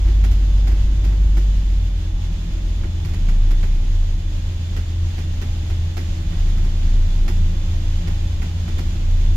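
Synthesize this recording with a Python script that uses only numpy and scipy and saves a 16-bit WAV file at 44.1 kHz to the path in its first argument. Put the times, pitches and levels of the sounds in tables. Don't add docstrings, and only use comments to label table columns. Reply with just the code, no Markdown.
import sys
import numpy as np
from scipy import signal
from scipy.fft import rfft, irfft
from scipy.io import wavfile

SR = 44100
rng = np.random.default_rng(int(sys.argv[2]) if len(sys.argv) > 2 else 0)


def transcribe(signal):
    frames = np.atleast_2d(signal).T
    limited = np.clip(frames, -1, 1)
    pcm = np.round(limited * 32767).astype(np.int16)
    wavfile.write(sys.argv[1], SR, pcm)


N = 412776
TIME_S = np.arange(N) / SR
BINS_HZ = np.fft.rfftfreq(N, 1 / SR)

# (time [s], firing rate [Hz])
FIRING_HZ = [(0, 50.2), (.2, 49.96), (.4, 46.9), (.95, 49.45), (1.4, 48.46), (1.85, 45.3), (2.05, 41.67),
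             (2.75, 42.43), (3.3, 31.0), (3.7, 29.8), (4.0, 30.8), (4.45, 36.1), (5.3, 37.32), (6.15, 36.8),
             (6.5, 29.64), (7.05, 29.5), (7.6, 27.6), (9.36, 29.45)]
# (time [s], gain [dB])
LOAD_DB = [(0, 0.5), (7.35, 0), (7.5, -1), (7.8, 1), (8.05, -8), (8.95, -6), (9.15, 1.5)]
# (firing rate [Hz], level [dB])
BOOM_DB = [(27, -18.5), (29, -15), (30.6, -15), (32.5, -19.5), (35, -25.5), (37.3, -31), (39.5, -46),
           (42, -22.5), (45.3, -16.5), (48, -14), (51, -14.5)]
# (frequency [Hz], level [dB])
OVERTONE_DB = [(58, -34.5), (75, -46), (99, -34.5), (112, -41.5), (130, -46.5), (148, -43), (158, -49.5),
               (168, -37.5), (185, -58.5), (222, -56), (248, -56), (280, -61), (400, -64)]
# (time [s], level [dB])
DRONE_DB = [(0, -27), (.4, -25.5), (1.45, -38), (1.85, -25.5), (2.3, -27), (2.55, -33.5), (2.95, -23),
            (3.8, -27.5), (5.1, -23), (6.6, -26), (7.7, -22), (8.95, -26.5), (9.25, -21)]
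# (time [s], relative level [dB])
ROAD_DB = [(0, -32.6), (1.1, -31.5), (1.7, -34.8), (2.4, -34.3), (2.85, -33), (4.2, -36), (5.6, -35),
           (7.1, -32.5), (7.9, -34.3), (9.36, -32)]
# (frequency [Hz], relative density [dB])
RUMBLE_DB = [(12, -21), (20, 9.5), (28, 11.5), (48, 2), (70, 3), (82, 0), (100, -7), (130, -12),
             (200, -38.5), (280, -29), (380, -27), (470, -34), (900, -33.5), (2000, -44), (5000, -78)]
# (frequency [Hz], width [Hz], level [dB])
CABIN_MODES = [(156.6, 4.4, -45), (173, 18, -42), (217.3, 27, -47), (254, 19, -55), (318.4, 23, -53),
               (355.3, 6.7, -58.5), (534, 6.9, -72), (597, 37, -70)]
# (time [s], strength [dB], contact sharpness [dB])
KNOCK_EVENTS = [(0.0782, -5.5, -5), (0.2389, 0, 1), (0.313, -6.5, 6), (0.672, -3.5, 3), (0.7143, -4.5, -4),
                (1.042, -4, 1), (1.1232, -9, -5), (1.3703, -3, 2), (2.835, -3, -18), (3.049, -5.5, 3),
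                (3.088, -9, 0), (3.1363, -6.5, 3), (3.2866, -3, -1), (3.5077, -3.5, 1), (3.6304, -3, -2),
                (4.7651, -1, -2), (5.1809, -5, -1), (5.4153, -2, 0), (5.6989, -5.5, -3), (5.9693, 0.5, 0.5),
                (6.322, -7, -12), (6.574, -8, 1), (6.6411, -9, 2), (7.2799, 1, 0.5), (8.0731, -3, -1),
                (8.4198, -2, -2), (8.6796, -5, -2), (8.7841, -1.5, 0)]
# (frequency [Hz], relative density [dB])
CLACK_DB = [(100, 4), (300, -7), (500, 3.5), (800, 5), (1100, -2), (1500, 1.5), (2200, 2.5), (4000, -7),
            (5200, -4.5), (7000, -10.5), (8500, -17.5), (12000, -14), (15500, -19)]
# (frequency [Hz], level [dB])
PANEL_MODES = [(190, -33), (248, -35), (345, -35), (420, -39), (690, -45), (760, -45), (875, -45),
               (1270, -46), (1440, -41), (1590, -45), (1850, -43), (2030, -43), (2200, -45), (3160, -45)]
# (frequency [Hz], level [dB])
FITTING_MODES = [(5100, -50), (5420, -48), (6950, -49), (7200, -51)]
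# (time [s], relative level [dB])
AIRFLOW_DB = [(0.0, -48), (2.37, -49.5), (3.73, -48.5), (4.4, -49), (5.97, -47.5), (9.36, -47)]
# (frequency [Hz], relative density [dB])
HISS_DB = [(200, 1.5), (600, 2.5), (1300, -2.5), (1800, 0.5), (2300, 0), (3100, 2.5), (3600, 0.5),
           (4500, -1.5), (5400, -3), (5850, -6), (6500, -1.5), (7200, -5.5), (8300, -17), (11500, -17.5),
           (14700, -22), (15600, -27)]
# (frequency [Hz], width [Hz], relative level [dB])
WHISTLE_MODES = [(1500, 10, -74.5), (3022, 10, -63), (3416, 10, -64), (3492, 18, -62), (3525, 56, -60),
                 (3918, 22, -65)]
# (frequency [Hz], level [dB], pitch wobble [ratio])
HUM_TONES = [(323, -53, .012), (567, -66, .004), (823, -62.5, .0007), (2429, -69, .0004),
             (3493, -63, .0012)]
# (frequency [Hz], left-right correlation [-1..1])
CORRELATION = [(60, 0.99), (120, 0.97), (200, 0.97), (330, 0.72), (550, 0.63), (900, 0.11), (3000, -0.092),
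               (12000, -0.007)]
# (frequency [Hz], left minus right [dB])
BALANCE_DB = [(80, -0.1), (170, 1), (260, -5), (340, 1.5), (520, 5), (720, -2), (1200, -1), (1900, -4),
              (3400, -3), (5200, 1), (6600, -4.5), (7800, 3.5), (9500, -4.5), (15000, -8)]


def engine(throb=0.09, unevenness=0.4, harmonics=8):
    firing_hz = curve(FIRING_HZ)
    phase = 2 * np.pi * np.cumsum(firing_hz) / SR
    boom = amp(lookup(BOOM_DB, firing_hz) + curve(LOAD_DB))
    sound = boom * (1 + throb * wander(2.4)) * np.sin(phase)
    for order in range(2, harmonics + 1):
        gain = amp(lookup(OVERTONE_DB, order * firing_hz)) * (1 + unevenness * wander(4.0))
        sound += gain * np.sin(order * phase + 2 * np.pi * rng.random())
    return np.sqrt(2) * sound


def body_drone(hz=84.34, sway_db=1.1):
    phase = 2 * np.pi * hz * TIME_S + .3 * wander(3)
    shake = 1 + .18 * wander(8)
    level_db = curve(DRONE_DB) + sway_db * wander(5.6)
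    return np.sqrt(2) * amp(level_db) * shake * np.sin(phase)


def road_rumble(rumble_db=-24.5, cabin_db=-0.2, jolt_db=3.5):
    level_db = curve(ROAD_DB) + jolt_db * jolts()
    rumble = amp(rumble_db) * unit_rms(amp(lookup(RUMBLE_DB, BINS_HZ)))
    cabin = amp(cabin_db) * resonances(CABIN_MODES)
    return cabin_noise(rumble + cabin) * amp(level_db - level_db.mean())


def jolts(rise_s=0.013, fade_s=0.035):
    bumps = np.zeros(N)
    for at_s, db, _ in KNOCK_EVENTS:
        falloff = np.maximum((at_s - TIME_S) / rise_s, (TIME_S - at_s) / fade_s)
        bumps += amp(db) * np.exp(-falloff.clip(0, 20))
    return bumps


def panel_knocks(clack_db=-37, thud_db=-29, treble_hz=4500, right_db=5.0):
    t = np.arange(SR // 4) / SR
    hz = np.fft.rfftfreq(len(t), 1 / SR)
    colour = unit_rms(amp(lookup(CLACK_DB, hz)))
    treble = hz ** 2 / (hz ** 2 + treble_hz ** 2)
    pan = pan_gains(lookup(BALANCE_DB, hz) - right_db * (1 - treble))
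    fade = np.minimum(1, 2 * (1 - t / t[-1]))
    shared = contact_burst(t)
    out = np.zeros((2, N))
    for at_s, db, sharp_db in KNOCK_EVENTS:
        contact = (shared + contact_burst(t)) / np.sqrt(2)
        clack = fade * irfft(rfft(contact) * colour * pan * amp(sharp_db * treble), len(t))
        knock = amp(clack_db) * clack + panel_ring(t, sharp_db) + amp(thud_db) * frame_thud(t)
        add(out, at_s, amp(db) * knock)
    return out


def contact_burst(t, t60_s=0.28):
    direct = 1.8 * np.exp(-t / .003)
    reflections = .6 * np.exp(-((t - .01) / .004) ** 2)
    tail = (1 - np.exp(-t / .005)) * amp(-60 * t / t60_s)
    return (direct + reflections + tail) * rng.standard_normal((2, len(t)))


def panel_ring(t, sharp_db):
    panel = ring(t, PANEL_MODES, t60_at_300hz_s=.16)
    fittings = ring(t, FITTING_MODES, t60_at_300hz_s=.5)
    return panel + amp(sharp_db) * fittings


def ring(t, modes, t60_at_300hz_s, rise_s=0.005, scatter_db=2.5):
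    sound = np.zeros((2, len(t)))
    for hz, db in modes:
        t60_s = t60_at_300hz_s * (300 / hz) ** .3
        decay = amp(db + scatter_db * rng.standard_normal() - 60 * t / t60_s)
        sound += decay * np.sin(2 * np.pi * hz * t + stereo_phase(hz))
    return sound * (1 - np.exp(-t / rise_s))


def frame_thud(t, hz=335, delay_s=0.021, width_s=0.0034):
    pulse = np.exp(-((t - delay_s) / width_s) ** 2)
    return pulse * np.sin(2 * np.pi * hz * t + stereo_phase(hz))


def ventilation(hiss_gain_db=5, flicker_db=0.74, whistle_gain_db=1.1, waver_db=1.3, follow=1.326):
    air_db = curve(AIRFLOW_DB)
    hiss = cabin_noise(unit_rms(amp(lookup(HISS_DB, BINS_HZ))))
    hiss *= amp(air_db + hiss_gain_db + flicker_db * wander(9.1))
    whistle_db = whistle_gain_db + follow * (air_db - air_db.mean()) + waver_db * wander(7.3)
    return hiss + cabin_noise(resonances(WHISTLE_MODES)) * amp(whistle_db)


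def machine_hums(flutter=0.6):
    out = np.zeros((2, N))
    for hz, db, wobble in HUM_TONES:
        pitch_hz = hz * (1 + wobble * wander(0.795))
        phase = 2 * np.pi * np.cumsum(pitch_hz) / SR + stereo_phase(hz)
        pan = pan_gains(lookup(BALANCE_DB, hz))
        out += np.sqrt(2) * amp(db) * pan * (1 + flutter * wander(4.3)) * np.sin(phase)
    return out


def cabin_noise(magnitude):
    mid, side = rfft(rng.standard_normal((2, N)))
    correlation = lookup(CORRELATION, BINS_HZ)
    mid *= np.sqrt((1 + correlation) / 2)
    side *= np.sqrt((1 - correlation) / 2)
    pan = pan_gains(lookup(BALANCE_DB, BINS_HZ))
    return irfft(np.array([mid + side, mid - side]) * pan * magnitude, N)


def resonances(modes):
    power = np.zeros(len(BINS_HZ))
    for hz, width_hz, db in modes:
        bell = 1 / (1 + ((BINS_HZ - hz) / width_hz) ** 2) ** 2
        power += amp(db) ** 2 * bell / bell.mean()
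    return np.sqrt(power)


def stereo_phase(hz):
    apart_rad = np.arccos(lookup(CORRELATION, hz))
    return 2 * np.pi * rng.random() + np.array([[0], [apart_rad]])


def pan_gains(balance_db):
    return amp(np.outer([.5, -.5], balance_db))


def wander(cutoff_hz):
    return unit_rms(irfft(rfft(rng.standard_normal(N)) / (1 + (BINS_HZ / cutoff_hz) ** 4), N))


def curve(table):
    return np.interp(TIME_S, *np.transpose(table))


def lookup(table, hz):
    table_hz, values = np.transpose(table)
    return np.interp(np.log(hz + 1), np.log(table_hz + 1), values)


def amp(db):
    return 10 ** (np.asarray(db) / 20)


def unit_rms(x):
    return x / np.sqrt(np.mean(x ** 2) + 1e-20)


def add(mix, at_s, sound):
    part = mix[:, round(at_s * SR):][:, :sound.shape[1]]
    part += sound[:, :part.shape[1]]


def scene():
    return engine() + body_drone() + road_rumble() + panel_knocks() + ventilation() + machine_hums()


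def record(dry):
    low_hz, high_hz = 19, 15650
    low_cut = signal.butter(5, low_hz, "highpass", fs=SR, output="sos")
    band_limit = signal.firwin(511, high_hz, window=("kaiser", 9), fs=SR)
    return signal.oaconvolve(signal.sosfilt(low_cut, dry), band_limit[None], "same")


dry = scene()
out = record(dry)
transcribe(out)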